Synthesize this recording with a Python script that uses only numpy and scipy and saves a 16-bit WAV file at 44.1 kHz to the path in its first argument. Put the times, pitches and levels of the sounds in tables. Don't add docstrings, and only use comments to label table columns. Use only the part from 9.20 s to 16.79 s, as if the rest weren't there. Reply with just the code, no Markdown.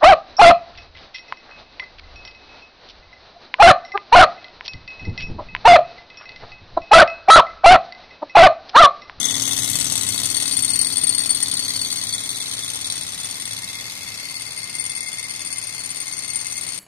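import sys
import numpy as np
from scipy import signal
from scipy.fft import rfft, irfft
from scipy.io import wavfile
from scipy.ndimage import uniform_filter1d, map_coordinates

SR = 44100
rng = np.random.default_rng(int(sys.argv[2]) if len(sys.argv) > 2 else 0)


def store_pcm(level_fs):
    pcm = np.round(np.clip(level_fs, -1, 1) * 32767).astype(np.int16)
    wavfile.write(sys.argv[1], SR, np.atleast_2d(pcm).T)


def volts(x):
    e = np.asarray(x, float) / 20
    return 10 ** e


N = 334719
T = np.arange(N) / SR
TURNS_PER_S = 18


def unit(x):
    return x / np.sqrt(np.mean(x ** 2) + 1e-20)


def along(points, hz):
    f, v = np.transpose(points)
    return np.interp(np.log(hz + 1), np.log(f + 1), v)


def curves(rows):
    s, *cols = np.transpose(rows)
    return [np.interp(T, s, c) for c in cols]


def wobble(rate):
    coarse = T[::64]
    knots = rng.standard_normal(int(N * rate / SR) + 4)
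    return np.interp(T, coarse, map_coordinates(knots, [coarse * rate]))


def coloured(x, points):
    gain = volts(along(points, np.fft.rfftfreq(4096, 1 / SR)))
    cepstrum = irfft(np.log(gain))
    cepstrum[1:2048] *= 2
    cepstrum[2049:] = 0
    return signal.fftconvolve(x, irfft(np.exp(rfft(cepstrum))))[:N]


# start_s [s], lag [turns]
CRANK_LAG = [
    (0, -0.025),
    (0.25, 0.0),
    (2.25, 0.097),
    (2.9, 0.088),
    (4.25, 0.01),
    (5.25, -0.02),
    (5.75, -0.045),
    (6.25, -0.088),
    (7.6, -0.185),
]


def crank():
    return TURNS_PER_S * T - curves(CRANK_LAG)[0]


# crank_angle [turns], blow_db [dB], chatter_db [dB], chatter_t60_s [s]
KNOCKS = [
    (0.96, -0.5, -22, 0.07),
    (.262, -1, -34.5, 0.038),
    (.553, -2.5, -22.5, 0.032),
    (.772, -2.5, -33, 0.041),
]
# start_s [s], level_db [dB]
UNEVEN_KNOCKS = [(0.515, 7), (0.599, 6), (1.089, -8), (1.28, 5), (1.367, 5), (1.535, 5), (1.591, 5),
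                 (1.769, 10), (1.868, 5), (1.892, 3), (2.147, 5), (1.98, 6), (2.019, 7), (2.103, 12),
                 (2.227, 7), (2.631, 7), (2.671, -8), (2.936, 6), (3.114, -8), (3.811, 8), (5.331, -7),
                 (5.486, -15), (5.596, 6), (5.695, 5), (5.818, -8), (6.051, -10), (6.327, 6), (6.752, -9),
                 (2.892, -3), (7.157, 8)]


def reversals(scatter_db, jitter_s, spiky_db, rub_db):
    forces, sizes_db, ages = [], [], []
    uneven_s, uneven_db = np.transpose(UNEVEN_KNOCKS)
    at = np.round(uneven_s * SR).astype(int)
    for angle, blow_db, chatter_db, t60 in KNOCKS:
        turns = crank() + 1 - angle
        turn = turns.astype(int)
        luck = rng.standard_normal((turn.max() + 2, 4))

        size_db = 1.45 * luck[:, 3]
        mine = np.abs(turns[at] - np.round(turns[at])) < .06
        size_db[np.round(turns[at[mine]]).astype(int)] = uneven_db[mine]

        since = (turns - turn) / TURNS_PER_S - jitter_s * np.abs(luck[turn, 0])
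        blow = np.diff(since > 0, prepend=True) & (since > 0) & (since < .002)
        chatter = volts(chatter_db + scatter_db * luck[turn, 1] - 60 * since / t60) * (since > 0)
        spikes = uniform_filter1d(rng.standard_normal(N), size=25) * 5
        grit = unit(rng.standard_normal(N) * volts(spiky_db * spikes))
        knock = volts(blow_db + scatter_db * luck[turn, 2]) * blow + chatter * grit
        forces.append(knock + volts(rub_db) * grit)
        sizes_db.append(size_db[turn])
        ages.append(np.abs(since))
    return np.array(forces), np.array(sizes_db), np.array(ages)


def ring(force, modes):
    out = np.zeros((2, N))
    for hz, width_hz, *dbs in modes:
        pole = np.exp((2j * hz - width_hz) * np.pi / SR)
        push = volts(np.array(dbs)) @ force
        swing = signal.lfilter([width_hz ** 1.5], [1, -2 * pole, pole ** 2], push)
        lead = rng.choice([-1, 1]) * np.pi / 2 + .9 * wobble(22)
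        out += [swing.imag, (swing * np.exp(1j * lead)).imag]
    return out / out.std(axis=1, keepdims=True)


# start_s [s], distance_loss_db [dB]
RETREAT = [(0, -1), (0.5, -2.5), (1, -4), (2, -6.5), (2.6, -7), (3.5, -10), (4.6, -13), (5.5, -14),
           (6.5, -13.5), (7.2, -13), (7.59, -12)]
HEARD = {"wheel low": (-52, -0.79, -44.5, 0.45), "wheel mid": (-31.5, 1.14, -47, 0.13),
         "wheel high": (-25.5, 1.08, -49, -0.6), "rod low": (-28.5, 0.69, -44, 0.63),
         "rod high": (-35, 2.2, -52.5, 0.4), "link low": (-40.5, 0.5, -47.5, 0.3),
         "link high": (-31.5, 1.5, -41, 0.33), "link top": (-60, 2, -59, -0.3),
         "link pin": (-42, .7, -53, .25), "link cap": (-52, .15, -64, .1), "edge": (-11, 1.3, -10, -1.5),
         "neck": (-11, 1, -17, .9), "shoulder": (-13.5, -0.5, -15, 1), "frame": (-26, 1.1049, -36, .6),
         "fizz": (-27, 1.4, -28, 1.2), "hum": (-35.5, 1.62, -48, 0.86), "rumble": (-40.5, .85, -41, .85)}
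# part, centre_s [s], half_width_s [s], left_db [dB], right_db [dB]
BEAMS = [("wheel low", 1.62, 0.25, -30, 3.5), ("wheel low", 2, 0.27, -20, -12),
         ("wheel low", 3.86, 0.38, -9.5, -5), ("wheel low", 4.54, 0.36, 2.4, 4),
         ("wheel low", 5.74, 0.41, 3.9, 6), ("wheel low", 7.1, 0.45, 2.2, .1),
         ("wheel mid", 0, 0.31, 9.5, -2.2), ("wheel mid", .9, 0.31, .1, 8),
         ("wheel mid", 3.23, 1.6, 3.6, 12.2), ("wheel mid", 4.57, 0.14, 2.7, 3.6),
         ("wheel mid", 5.88, 0.42, 3.5, 6.2), ("wheel high", 0.2, 0.37, 5.2, -1.3),
         ("wheel high", 1.96, 0.41, -10, .1), ("wheel high", 2.6, 0.8, 2.4, 4.7),
         ("wheel high", 4.95, 0.56, -2.5, -22), ("wheel high", 7.15, 0.37, 4.6, 1.1),
         ("rod low", .35, .45, -4, -4), ("rod low", 1.78, 0.86, 7.1, 11.3),
              ("rod low", 2.7, 0.63, 2.7, 12), ("rod low", 5.28, 0.27, 4.4, 7.9),
              ("rod low", 7.1, 0.58, 2.2, .1), ("rod high", 0.75, 0.46, 15.7, 13.4),
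              ("rod high", 1.5, 0.42, .1, 12), ("rod high", 7.4, 0.62, 16, 5.8),
              ("link top", 5.9, 2.1, 14, 12), ("link pin", 2.9, 1, 7, 9), ("link cap", 6.6, 1.3, 10, 6),
              ("shoulder", 6.3, 1.1, 4.5, 6), ("rod high", 5.6, .6, -3, .1), ("link high", 6, 1.24, -4, -7),
              ("link low", 2.85, 0.87, -6, -2), ("link high", 3.35, 1.3, 5.6, 5.1),
              ("frame", 3.9, 1, 0.63, 2.1), ("neck", 0.56, 0.51, 8.7, .1), ("fizz", 0, 0.26, -4.5, 0),
              ("fizz", 4.5, 0.66, 4, 0), ("fizz", 7, 0.2, -2, 0), ("hum", 1.6, 1.3, 2.2, 1.5),
              ("rumble", .7, 0.3, 6, 0), ("rumble", 4.25, .55, 2.3, 0)]


def heard(part):
    left_db, left_share, right_db, right_share = HEARD[part]
    loss_db = np.outer([left_share, right_share], curves(RETREAT)[0])
    level_db = np.array([[left_db], [right_db]]) + loss_db
    for name, s, width_s, *dbs in BEAMS:
        if name == part:
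            level_db = level_db + np.outer(dbs, np.exp(-((T - s) / width_s) ** 2))
    return level_db


# pitch_hz [Hz], width_hz [Hz], level_db [dB] at each of the four reversals
WHEEL = [
    (2112, 107, -9, -10, -9, -2.2),
    (3482, 150, -12, -10, -4.5, -1.2),
    (6305, 164, -2, -26, -8, -1.8),
]
# pitch_hz [Hz], width_hz [Hz], level_db [dB] at each of the four reversals
RODS = [
    (4450, 150, -2.5, -6, -0.87, 0.062),
    (7820, 155, -15, -5, -1.1, 0),
]
# pitch_hz [Hz], width_hz [Hz], level_db [dB] at each of the four reversals
LINKS = [
    (2625, 180, 0, -8, 0, -3),
    (3920, 200, -10, -9, 0, -8),
    (4800, 140, -3, -9, 0, -2),
    (4270, 150, -4, -9, 0, -3),
    (6760, 320, 0, -12, -3, -2),
]


def wheel_and_rods(force):
    parts = 0
    for part, mode in zip(HEARD, WHEEL + RODS + LINKS):
        parts = parts + volts(heard(part) - 0.25) * ring(force, [mode])
    return parts


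# pitch_hz [Hz], width_hz [Hz], level_db [dB] at each of the four reversals
CYLINDER = [
    (8815, 140, 0, -9, 0, 1.5),
    (9700, 160, -14, -26, -19, -18),
    (8430, 200, -19, -30, -21, -21),
    (9080, 400, -11, -24, -11, -12),
]
# start_s [s], level_db [dB], left_over_right_db [dB]
WHISTLE_HEARD = [(0.0, -54, 17), (0.15, -36, 14), (1.06, -31, 23.0), (1.39, -23, 28.0), (1.48, -24.5, 23),
                 (1.88, -23.5, 34.0), (1.94, -25.5, 26.0), (1.99, -22.5, 31.5), (2.39, -31.5, 28.5),
                 (4.25, -36, 33.5), (4.69, -50, 28), (5.64, -33, 22.5), (6.02, -38, 20), (6.34, -36, 18),
                 (6.85, -37, 20), (7.14, -32.5, 21), (7.5, -34.5, 21), (7.59, -33.5, 20.5)]


def cylinder(struck):
    sound = ring(struck, CYLINDER[:1])
    for part, mode in zip(("edge", "neck", "shoulder"), CYLINDER[1:]):
        rough = struck * rng.choice([-1, 1], size=N)
        sound = sound + volts(heard(part)) * ring(rough, [mode])
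    level_db, lean_db = curves(WHISTLE_HEARD)
    return volts(np.array([level_db + 4.0, level_db - lean_db + 2.5])) * sound


# pitch_hz [Hz], width_hz [Hz], level_db [dB] at each of the four reversals
FRAME = [(1984, 240, -10.5, -13, -11, -7), (5520, 560, 0, -7, -2, .5), (6920, 110, -8, -19, -12.5, -9)]
# pitch_hz [Hz], level_db [dB per Hz]
CLATTER_LEFT = [(150, -42), (400, -5.5), (900, -2), (1600, -5.5), (2200, -34), (3000, 2.5), (4200, 1),
                (4950, -22.5), (5600, 3.5), (7000, 4), (9000, 11.5), (10300, 3), (11500, -34),
                (15000, -16.5)]
# pitch_hz [Hz], level_db [dB per Hz]
CLATTER_RIGHT = [(150, -42.5), (400, -3.5), (900, -8), (1600, -9), (2200, -9.5), (3000, -6), (4200, 4.5),
                 (4950, -2.5), (5600, 4), (6500, 3.5), (7300, -24), (8600, 3), (9600, -45.5),
                 (11000, -46.5), (15000, -51.5)]


def frame_and_clatter(force):
    total = force.sum(axis=0)
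    other_faces = total * rng.choice([-1, 1], size=N)
    slide = volts(-33.5) * rng.standard_normal((2, N))
    left = unit(coloured(total + slide[0], CLATTER_LEFT))
    right = unit(coloured(0.27 * total + other_faces + slide[1], CLATTER_RIGHT))
    clatter = volts([[4], [2.5]]) * np.array([left, right])
    return volts(heard("frame")) * (ring(force, FRAME) + clatter)


# pitch_hz [Hz], level_db [dB per Hz]
FIZZ = [(8000, -25), (10000, 9.5), (11000, 2.5), (14300, 2)]
# pitch_hz [Hz], width_hz [Hz], level_db [dB] at each of the four reversals
FINS = [
    (11820, 240, -0.5, -21, -11, -10),
    (12350, 280, 4, -4, 2, 0),
]


def fizz(force):
    faces = force.sum(axis=0) * rng.choice([-1, 1], size=N)
    hiss = unit(coloured(faces + volts(5.0 - 33.5) * rng.standard_normal(N), FIZZ))
    sound = hiss * volts(1.3 * wobble(7.3)) + volts(-9) * ring(force, FINS)[0]
    return volts(heard("fizz")[0] + 1.5) * sound


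# start_s [s], level_db [dB]
LAST_KNOCK = [
    (0, 2),
    (1.1, 1.5),
    (1.5, -1),
    (2.4, -3),
    (3, 1),
    (5, 2.5),
    (7.59, 3),
]
# pitch_hz [Hz], level_db [dB]
DULL_RIGHT = [(1000, 1), (9000, -1.5), (9800, -6), (11000, -24.5)]


def linkage():
    even, size_db, age = reversals(scatter_db=0.87, jitter_s=.0003, spiky_db=2.5, rub_db=-40.0)
    force = even * volts(0.3 * size_db - 81 * age)
    size_db[-1] += curves(LAST_KNOCK)[0]
    struck = even * volts(size_db - 344 * age)
    left, right = wheel_and_rods(force) + cylinder(struck) + frame_and_clatter(force)
    return np.array([left + fizz(force), coloured(right, DULL_RIGHT)])


# pitch_hz [Hz], t60_s [s]
WALLS = [
    (200, 0.29),
    (2000, 0.48),
    (10000, 0.065),
]


def walls(x):
    hz, t, z = signal.stft(rng.standard_normal((2, SR // 3)), SR, nperseg=256)
    decay = volts(-60 * t / along(WALLS, hz)[:, None])
    tail = signal.istft(z * decay, SR, nperseg=256)[1]
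    return signal.fftconvolve(x, tail / np.linalg.norm(tail[0]), axes=1)[:, :N]


# order [multiple of the shaft rate], level_db [dB]
HUM = [(2, -25), (3, -20), (4, -15), (6, -3.5), (7, -20), (9, -10), (11, -13.5), (12, -19), (13, -7.5),
       (14, -10), (15, 0), (16, -6), (17, -8), (18, -13), (21, -14.5), (23, -14)]
# pitch_hz [Hz], level_db [dB per Hz]
RUMBLE = [(30, -21), (60, -5), (100, 7), (160, 6.5), (220, -1.5), (350, -38.5)]


def base():
    hum_db, rumble_db = heard("hum"), heard("rumble")[0]
    hum, turns = 0, crank()
    for order, db in HUM:
        level_db = np.array([rumble_db] * 2) if order < 12 else hum_db
        swell_db = 1.8 * wobble(6)
        phase = order * turns + rng.random() + 0.047 * wobble(8.3)
        hum = hum + volts(level_db + db + 1.03 + swell_db) * np.sin(2 * np.pi * phase)
    a = unit(coloured(rng.standard_normal(N), RUMBLE))
    b = unit(coloured(rng.standard_normal(N), RUMBLE))
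    rumble = np.array([a + 0.66 * b, a - 0.3 * b])
    return hum + volts(rumble_db - 3.0 + 1.3 * wobble(8)) * rumble


# pitch_hz [Hz], level_db [dB per Hz]
ROOM_LEFT = [(25, -84), (60, -83), (200, -81), (500, -80), (1100, -76.5), (1600, -75), (2100, -65),
             (3000, -76), (5000, -64), (8000, -97), (11000, -73), (14300, -86)]
# pitch_hz [Hz], level_db [dB per Hz]
ROOM_RIGHT = [(25, -86), (60, -78.5), (200, -78), (500, -83.5), (1100, -71), (1600, -79), (2100, -68.5),
              (3000, -73), (5000, -86.5), (7000, -70), (9500, -100), (11000, -110), (14300, -100)]


def room_tone():
    shared = coloured(rng.standard_normal(N), [(300, -3.0), (1500, -12), (4000, -38.5)])
    left = coloured(shared + 0.47 * rng.standard_normal(N), ROOM_LEFT)
    right = coloured(shared + 0.47 * rng.standard_normal(N), ROOM_RIGHT)
    return np.sqrt(SR / 2) * np.array([left, right])


def scene():
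    engine = linkage()
    return volts(0.78) * engine + volts(-11) * walls(engine) + base() + room_tone()


# pitch_hz [Hz], level_db [dB]
MUTE = [(1500, -16), (2300, -11), (2900, -8.3), (3900, -7.3), (5000, -11), (9000, -18), (11500, -6.5),
        (14000, -6)]


def muted(x):
    top_hz, spill_db_per_khz, sharp_db = 14300, -40, 6
    hz, _, z = signal.stft(x, SR, nperseg=2048)
    above = hz[:, None] >= top_hz
    slope = volts(spill_db_per_khz * (hz[:, None] - top_hz) / 1000)
    spill = signal.istft(z * above * slope, SR, nperseg=2048)[1]
    quick = uniform_filter1d(spill[0, :N] ** 2, size=128)
    slow = uniform_filter1d(quick, size=2048)
    sharp = uniform_filter1d(1. * (quick > volts(sharp_db) ** 2 * slow), size=256)

    power = np.abs(z[:, :1024]) ** 2
    band = np.repeat(power.reshape(2, 128, 8, -1).mean(axis=2), 8, axis=1)
    around = uniform_filter1d(power.sum(axis=0), size=110, axis=0)
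    low_hz = hz[:1024, None]
    bar = around * volts(2 * along(MUTE, low_hz))
    loud_enough = (band > bar) & (band.sum(axis=0) > 1.7 * bar)
    z[:, :1024] *= loud_enough | (low_hz < 1500)
    kept = signal.istft(z * ~above, SR, nperseg=2048)[1][:, :N]
    return kept + 2 * sharp * spill[:, :N]


def low_pass(x):
    return signal.sosfilt(signal.butter(12, 15350, fs=SR, output="sos"), x)


def record(dry):
    ceiling = .85
    held = dry / (1 + np.abs(dry / ceiling) ** 6) ** (1 / 6)
    return low_pass(muted(held))


dry = scene()
out = record(dry)
store_pcm(out)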